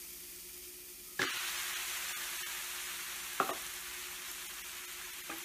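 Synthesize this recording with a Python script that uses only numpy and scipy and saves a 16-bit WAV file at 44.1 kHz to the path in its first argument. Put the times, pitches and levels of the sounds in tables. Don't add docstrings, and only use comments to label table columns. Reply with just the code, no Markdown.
import sys
import numpy as np
from scipy import signal
from scipy.fft import rfft, irfft, dct, next_fast_len
from scipy.io import wavfile
from scipy.ndimage import uniform_filter1d, minimum_filter1d

SR = 44100
rng = np.random.default_rng(int(sys.argv[2]) if len(sys.argv) > 2 else 0)


def wav_record(signal):
    frames = np.transpose(np.atleast_2d(signal))
    bounded = np.clip(frames, -1, 1)
    quanta = np.round(bounded * 32767).astype(np.int16)
    wavfile.write(sys.argv[1], SR, quanta)


def volts_from_db(level):
    exponent = np.asarray(level, float) / 20
    return 10 ** exponent


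N = 240035
HEAP_LANDS_S = 1.19
FRAME = 2048


def rms_one(x):
    return x / np.sqrt(np.mean(x ** 2) + 1e-20)


def drift(rate_hz):
    pole = np.exp(-80 * np.pi * rate_hz / SR)
    noise = rng.standard_normal(N // 40 + 2002)
    slow = signal.lfilter([1], [1, -2 * pole, pole * pole], noise)[2000:]
    return np.interp(np.arange(N) / 40, np.arange(len(slow)), rms_one(slow - slow.mean()))


def ring(clicks, hz, t60_s):
    radius, turn = volts_from_db(-60 / (t60_s * SR)), 2 * np.pi * hz / SR
    return signal.lfilter([0, np.sin(turn)], [1, -2 * radius * np.cos(turn), radius ** 2], clicks + 1e-18)


def colour(x, points, notches=()):
    size = next_fast_len(N)
    hz = np.maximum(np.arange(size // 2 + 1) * SR / size, 1)
    point_hz, point_db = np.array(points).T
    db = np.interp(np.log(hz), np.log(point_hz), point_db)
    for centre_hz, width_hz, depth_db in notches:
        db = db + depth_db / (1 + ((hz - centre_hz) / width_hz) ** 2)
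    return rms_one(irfft(rfft(x, size) * volts_from_db(db), size)[:N])


def slap(start_s, level_db, hz, swell_s):
    since = np.maximum(np.arange(N) / SR - start_s, 0)
    swell = since / swell_s * np.exp(1 - since / swell_s)
    return volts_from_db(level_db) * swell * np.sin(2 * np.pi * hz * since)


def dying_noise(starts, low_hz, high_hz, fade_s):
    t = np.arange(N) / SR
    envelope = sum(volts_from_db(db) * (t >= s) * np.exp(-np.maximum(t - s, 0) / fade_s) for s, db in starts)
    band = signal.butter(2, [low_hz, high_hz], "band", fs=SR, output="sos")
    noise = signal.sosfilt(band, envelope * rng.standard_normal(N))
    return noise * np.sqrt(SR / 2 / (high_hz - low_hz))


def struck(hits, modes, uneven_db):
    out = np.zeros(N)
    luck = rng.standard_normal((len(hits), len(modes)))
    signs = (-1) ** np.arange(len(modes))
    for (start_s, level_db, cut_hz), row in zip(hits, luck):
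        at, click = round(start_s * SR), np.zeros(SR // 2)
        click[0] = volts_from_db(level_db)
        click = signal.sosfilt(signal.butter(2, cut_hz, fs=SR, output="sos"), click)
        sound = sum(sign * volts_from_db(db + uneven_db * d) * ring(click, hz, t60_s)
                    for (hz, db, t60_s), d, sign in zip(modes, row, signs))
        out[at:at + len(click)] += sound[:N - at]
    return out


def knocks(hits, modes, swell_s, low_hz, high_hz, fade_s):
    slaps = sum(slap(s, slap_db, hz, swell_s) for s, _, slap_db, hz in hits)
    rattle_starts = [(s + 0.003, body_db - 3) for s, body_db, _, _ in hits]
    rattle = dying_noise(rattle_starts, low_hz, high_hz, fade_s)
    crack_starts = [(s, body_db - 7) for s, body_db, _, _ in hits]
    crack = dying_noise(crack_starts, 2000, 2700, fade_s=0.00077)
    contacts = [(s, body_db, 1.6 * hz) for s, body_db, _, hz in hits]
    return slaps + struck(contacts, modes, uneven_db=3.0) + rattle + crack


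# pitch_hz, level_db [rms]
HUM_TONES = [(45.7, -71), (61, -73), (88, -79.5), (163.5, -83), (170.7, -88.5), (182, -74.5), (299.3, -75),
             (360.7, -65.5), (351.6, -71), (374, -75)]
# pitch_hz, level_db [per Hz]
FAN_RUMBLE = [(20, -30), (40, 8), (70, -2), (140, -4.5), (190, -1.5), (300, -1), (400, -4), (520, -8),
              (900, -13.5), (1300, -63)]


def appliances():
    t = np.arange(N) / SR
    tones = np.zeros(N)
    for hz, level_db in HUM_TONES:
        level = volts_from_db(level_db + 1.7 * drift(1.6)) * np.sqrt(2)
        tones += level * np.sin(2 * np.pi * (hz * t + rng.random()))
    return tones + volts_from_db(-67.5) * colour(rng.standard_normal(N), FAN_RUMBLE)


def kitchen(x):
    t60_s, first_wall_s, wall_cut_hz = 0.26, 0.006, 1340
    t = np.arange(SR // 2) / SR
    echoes = rng.standard_normal(len(t)) * volts_from_db(-60 * t / t60_s) * (t > first_wall_s)
    echoes = signal.sosfilt(signal.butter(1, wall_cut_hz, fs=SR, output="sos"), echoes)
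    return signal.fftconvolve(x, echoes / np.sqrt(np.sum(echoes ** 2)))[:N]


# start_s, end_s, pitch_hz, level_db
SHRED_SLIDES = [
    (.04, 0.082, 1280, -61),
    (1.044, 1.12, 1267, -63),
    (1.097, 1.172, 1260, -65),
]


def slides():
    t, rub = np.arange(N) / SR, rng.standard_normal(N)
    out = np.zeros(N)
    for start_s, end_s, hz, level_db in SHRED_SLIDES:
        swell = np.sin(np.pi * np.clip((t - start_s) / (end_s - start_s), 0, 1))
        out += volts_from_db(level_db) * swell * rms_one(ring(rub, hz, 0.09))
    return out


# start_s, body_db, slap_db, slap_hz
BOWL_KNOCKS = [
    (3.4003, -30.5, -15.5, 1284),
    (3.4915, -36.5, -24, 1170),
    (3.513, -43, -40, 700),
]
# pitch_hz, level_db, t60_s
WORKTOP_MODES = [(124, -17, 0.16), (236, -9, 0.096), (376, 0.5, 0.057), (534, -0.5, 0.056),
                 (690, 2.5, 0.048), (770, 5, 0.05), (793, 6, 0.037), (1095, 1.5, 0.05), (1160, -19, 0.038),
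                 (2600, 5.5, 0.018)]


def bowl_put_down():
    return knocks(BOWL_KNOCKS, WORKTOP_MODES, swell_s=0.00105, low_hz=174, high_hz=1350, fade_s=0.02)


# start_s, body_db, slap_db, slap_hz
BOWL_NUDGES = [
    (5.294, -66, -41, 594),
    (5.2985, -43, -34.5, 1236),
    (5.299, -64, -39, 2480),
    (5.3133, -45.5, -39, 1620),
    (5.332, -50.5, -52, 2630),
]
# pitch_hz, level_db, t60_s
BOWL_MODES = [(332, -0.5, 0.14), (483, -13, 0.054), (813, -5, 0.1), (1248, -2, 0.11), (1600, -14, .04),
              (2374, -12, .03)]


def bowl_nudged():
    return knocks(BOWL_NUDGES, BOWL_MODES, swell_s=0.0022, low_hz=890, high_hz=2800, fade_s=0.012)


# start_s, slap_db, slap_hz, swell_s
LUMPS = [
    (1.192, -25.5, 1687, 0.0044),
    (1.197, -34, 1095, 0.0017),
    (1.208, -45, 1600, 0.0033),
    (1.2162, -21.5, 1450, .00094),
    (1.2185, -23, 2064, 0.0013),
    (1.229, -22.5, 1660, .0009),
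    (1.237, -34.5, 1237, 0.0015),
    (1.247, -51.5, 1850, 0.003),
]
# pitch_hz, level_db, t60_s
PAN_MODES = [(125, -10, 0.32), (270, -4, 0.047), (346, 0.5, 0.06), (495, -6.5, 0.063), (565, -5, 0.035),
             (812, -2, .04)]


def landing():
    thumps = [(s, -34 - 197 * (s - HEAP_LANDS_S), 700) for s, _, _, _ in LUMPS]
    slaps = sum(slap(*lump) for lump in LUMPS)
    splashes = [(s, slap_db - 11) for s, slap_db, _, _ in LUMPS]
    return struck(thumps, PAN_MODES, uneven_db=2.0) + slaps + dying_noise(splashes, 1753, 7000, fade_s=0.002)


# start_s, peak_db, pitch_hz
FAT_SPITS = [(0.3621, -29, 7500), (.578, -27, 11500), (1.1375, -36, 12000), (1.3712, -21.5, 2940),
             (1.741, -30, 3000), (1.835, -28.5, 7500), (1.8941, -36, 12000), (3.3331, -20.5, 12000),
             (3.4501, -21.5, 12000), (3.4796, -23, 12000), (3.622, -23, 10000), (3.666, -22.5, 7950),
             (3.7396, -21.5, 9900), (3.7607, -26.5, 9900), (4.1164, -24, 12500), (4.3154, -21, 11100),
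             (4.452, -29.5, 12000), (4.9281, -25, 12000), (5.3843, -20, 12500)]


def spits():
    out = np.zeros(N)
    for start_s, level_db, hz in FAT_SPITS:
        at, click = round(start_s * SR), np.zeros(SR // 20)
        click[0] = volts_from_db(level_db)
        out[at:at + len(click)] += ring(click, hz, 7.6 / hz)[:N - at]
    return out


def fizz(per_s, spread_db, cycles, low_hz, hiss_share, patchy_db, count=18):
    sizes = volts_from_db(spread_db * np.minimum(rng.exponential(1, N), 5)) * rng.choice([-1, 1], N)
    bursts = sizes * (rng.random(N) < per_s / SR)
    dealt = rng.integers(0, count, N)
    together = drift(33) + 1.3 * drift(27)
    bubbles = np.zeros(N)
    for k, hz in enumerate(np.geomspace(low_hz, 15000, count)):
        patch = volts_from_db(patchy_db * (together + drift(15)))
        bubbles += np.sqrt(hz) * patch * rms_one(ring(bursts * (dealt == k), hz, cycles / hz))
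    steam = rng.standard_normal(N)
    return np.sqrt(1 - hiss_share) * rms_one(bubbles) + np.sqrt(hiss_share) * steam


# pitch_hz, level_db [per Hz]
SPRAY_SPECTRUM = [(290, -52), (500, -28.5), (1400, -11), (1500, -17), (1780, -11), (2440, -8), (2740, -10),
                  (4260, -13.5), (4580, -11.5), (7130, -4.5), (9090, -4), (15200, -5)]
# pitch_hz, width_hz, level_db
OPEN_PAN_PEAKS = [(1240, 250, -2), (1660, 450, -1.5), (2390, 47, 3.5), (3205, 82, 2.5), (4100, 110, -1.5),
                  (4500, 710, 4), (7560, 480, -5.5)]
# pitch_hz, level_db [per Hz]
HISS_SPECTRUM = [(1500, -58), (3000, -6.5), (4800, -8.5), (6500, -3), (8000, -5), (11500, -3.5),
                 (13500, -9), (15300, -10)]
# pitch_hz, level_db [per Hz]
BUBBLING_SPECTRUM = [(400, -23.5), (700, -12.5), (1100, -4), (1700, -0.5), (2500, -0.5), (3600, -3.5),
                     (4800, -4), (6500, -9.5), (9000, -18), (13000, -20.5)]
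# pitch_hz, width_hz, level_db
WALL_NOTCHES = [(4900, 460, -7), (10680, 220, -5)]


def frying():
    t = np.arange(N) / SR
    since = np.maximum(t - HEAP_LANDS_S, 0)
    cooled_db = 12 * (1 - np.exp(-since / 2.91))

    def heap_gain(hot_db, rise_s, follows):
        return volts_from_db(hot_db - follows * cooled_db) * (1 - np.exp(-since / rise_s))

    spray_rise_s = 0.08
    shreds_gain = volts_from_db(-45.5 - 2 * t) * np.exp(-since / spray_rise_s)
    spray_gain = heap_gain(-44.5, spray_rise_s, 0.71) + shreds_gain
    hiss_gain = heap_gain(-39, 0.25, 1.075)
    bubbling_gain = heap_gain(-37.5, 0.0028, 1.117)

    spray = fizz(9800, spread_db=0.5, cycles=5.8, low_hz=940, hiss_share=0.5, patchy_db=0.5)
    hiss = fizz(12000, spread_db=3.5, cycles=3.6, low_hz=2364, hiss_share=0.53, patchy_db=0.66)
    bubbling = fizz(6000, spread_db=0.35, cycles=8.9, low_hz=529, hiss_share=0.5, patchy_db=0.58)
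    return (spray_gain * colour(spray, SPRAY_SPECTRUM, OPEN_PAN_PEAKS + WALL_NOTCHES[1:])
            + hiss_gain * colour(hiss, HISS_SPECTRUM, WALL_NOTCHES)
            + bubbling_gain * colour(bubbling, BUBBLING_SPECTRUM, WALL_NOTCHES))


def scene():
    blows = bowl_put_down() + bowl_nudged() + landing()
    blows = signal.sosfilt(signal.butter(2, 110, "high", fs=SR, output="sos"), blows)
    mono = frying() + spits() + slides() + blows + volts_from_db(-13.5) * kitchen(blows) + appliances()
    return np.array([mono, mono])


def holes(x):
    step_db, finer_bass_db, rounding = 6.0, 11, 0.38
    window = np.sin(np.pi * (np.arange(FRAME) + 0.5) / FRAME)
    hz = np.arange(FRAME) * SR / (2 * FRAME)
    out = np.pad(x, FRAME)
    spans = np.arange(0, len(out) - FRAME, FRAME // 2)[:, None] + np.arange(FRAME)
    lines = dct(out[spans] * window, norm="ortho")
    power = lines ** 2
    groups = np.repeat(power.reshape(len(lines), -1, 16).mean(axis=2), 16, axis=1)
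    steady = minimum_filter1d(np.mean(power[:, 200:800], axis=1), size=7)
    faint = (groups < volts_from_db(2 * -8.5) * steady[:, None]) & (hz > 9000)
    quietest_nearby = np.sqrt(minimum_filter1d(groups, size=5, axis=0))
    step = volts_from_db(step_db - finer_bass_db * (hz < 520)) * quietest_nearby + 1e-9
    kept = np.sign(lines) * np.floor(np.abs(lines) / step + rounding) * step * ~faint
    np.subtract.at(out, spans, window * dct(lines - kept, type=3, norm="ortho"))
    return out[FRAME:-FRAME]


TOP_CUT_HZ = 15350
# start_s [middle], lost_share [0-1], full_s [fully thinned]
THIN_MOMENTS = [(1.272, .83, .025), (1.325, .78, .006), (1.389, .75, .006), (1.752, .74, .006),
                (2.146, .86, .023), (2.39, .74, .006), (2.445, .88, .023), (3.521, .86, .006),
                (4.481, .76, .006), (4.631, .85, .006), (4.866, .87, .006), (5.056, .6, .006),
                (5.121, .75, .006), (5.227, .82, .006), (5.44, .7, .006)]


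def thin_moments(x):
    out = np.pad(x, 2 * FRAME)
    ramp = np.sin(np.linspace(0, np.pi / 2, FRAME // 4))
    for (s, lost, full_s), luck in zip(THIN_MOMENTS, rng.standard_normal((len(THIN_MOMENTS), 40))):
        window = np.concatenate([ramp, np.ones(round(full_s * SR)), ramp[::-1]])
        at = round(s * SR) + 2 * FRAME - len(window) // 2
        span = slice(at, at + len(window))
        lines = dct(out[span] * window, norm="ortho")
        place = np.sqrt(np.arange(len(lines)) / len(lines))
        favour = volts_from_db(3.2 * luck[(place * len(luck)).astype(int)])
        near = uniform_filter1d(lines ** 2, size=3)
        around = uniform_filter1d(lines ** 2, size=161) + 1e-20
        height = favour * near / around ** 0.6
        weak = height < np.quantile(height[:len(lines) * 2 * TOP_CUT_HZ // SR], lost)
        removed = lines * np.where(weak, 1, 1 - volts_from_db(2.5))
        out[span] -= window * dct(removed, type=3, norm="ortho")
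    return out[2 * FRAME:-2 * FRAME]


# start_s [middle], pitch_hz [centre]
SIDE_PUFFS = [(.21, 11060), (.326, 8250), (1.163, 7580), (1.163, 11030), (1.163, 14440), (1.464, 8900),
              (1.58, 5630), (1.603, 4860), (1.766, 10320), (1.928, 6910), (2.09, 6340), (2.09, 10330),
              (2.857, 5570), (2.857, 12000), (2.857, 13600), (2.903, 7560), (2.903, 10400), (3.228, 6900),
              (4.296, 5800), (4.296, 9650), (4.296, 11700)]


def side_puffs(mono):
    out, window = np.zeros(N), np.hanning(FRAME)
    hz = np.arange(FRAME // 2 + 1) * SR / FRAME
    for (s, centre_hz), noise in zip(SIDE_PUFFS, rng.standard_normal((len(SIDE_PUFFS), FRAME))):
        at = round(s * SR) - FRAME // 2
        band = np.abs(hz - centre_hz) < 1330 / 2
        level = np.std(irfft(rfft(mono[at:at + FRAME]) * band))
        out[at:at + FRAME] += volts_from_db(-2) * level * window * rms_one(irfft(rfft(noise) * band))
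    return out


def band_limit(x):
    return signal.sosfilt(signal.butter(12, 16360, fs=SR, output="sos"), x)


def record(dry):
    top_cut = signal.ellip(14, 0.5, 70, TOP_CUT_HZ, fs=SR, output="sos")
    bass_cut = signal.butter(2, 38, "high", fs=SR, output="sos")
    mono = signal.sosfilt(bass_cut, signal.sosfilt(top_cut, dry[0]))
    thinned = thin_moments(holes(mono))
    side = side_puffs(mono)
    return band_limit(np.array([thinned + side, thinned - side]))


dry = scene()
out = record(dry)
wav_record(out)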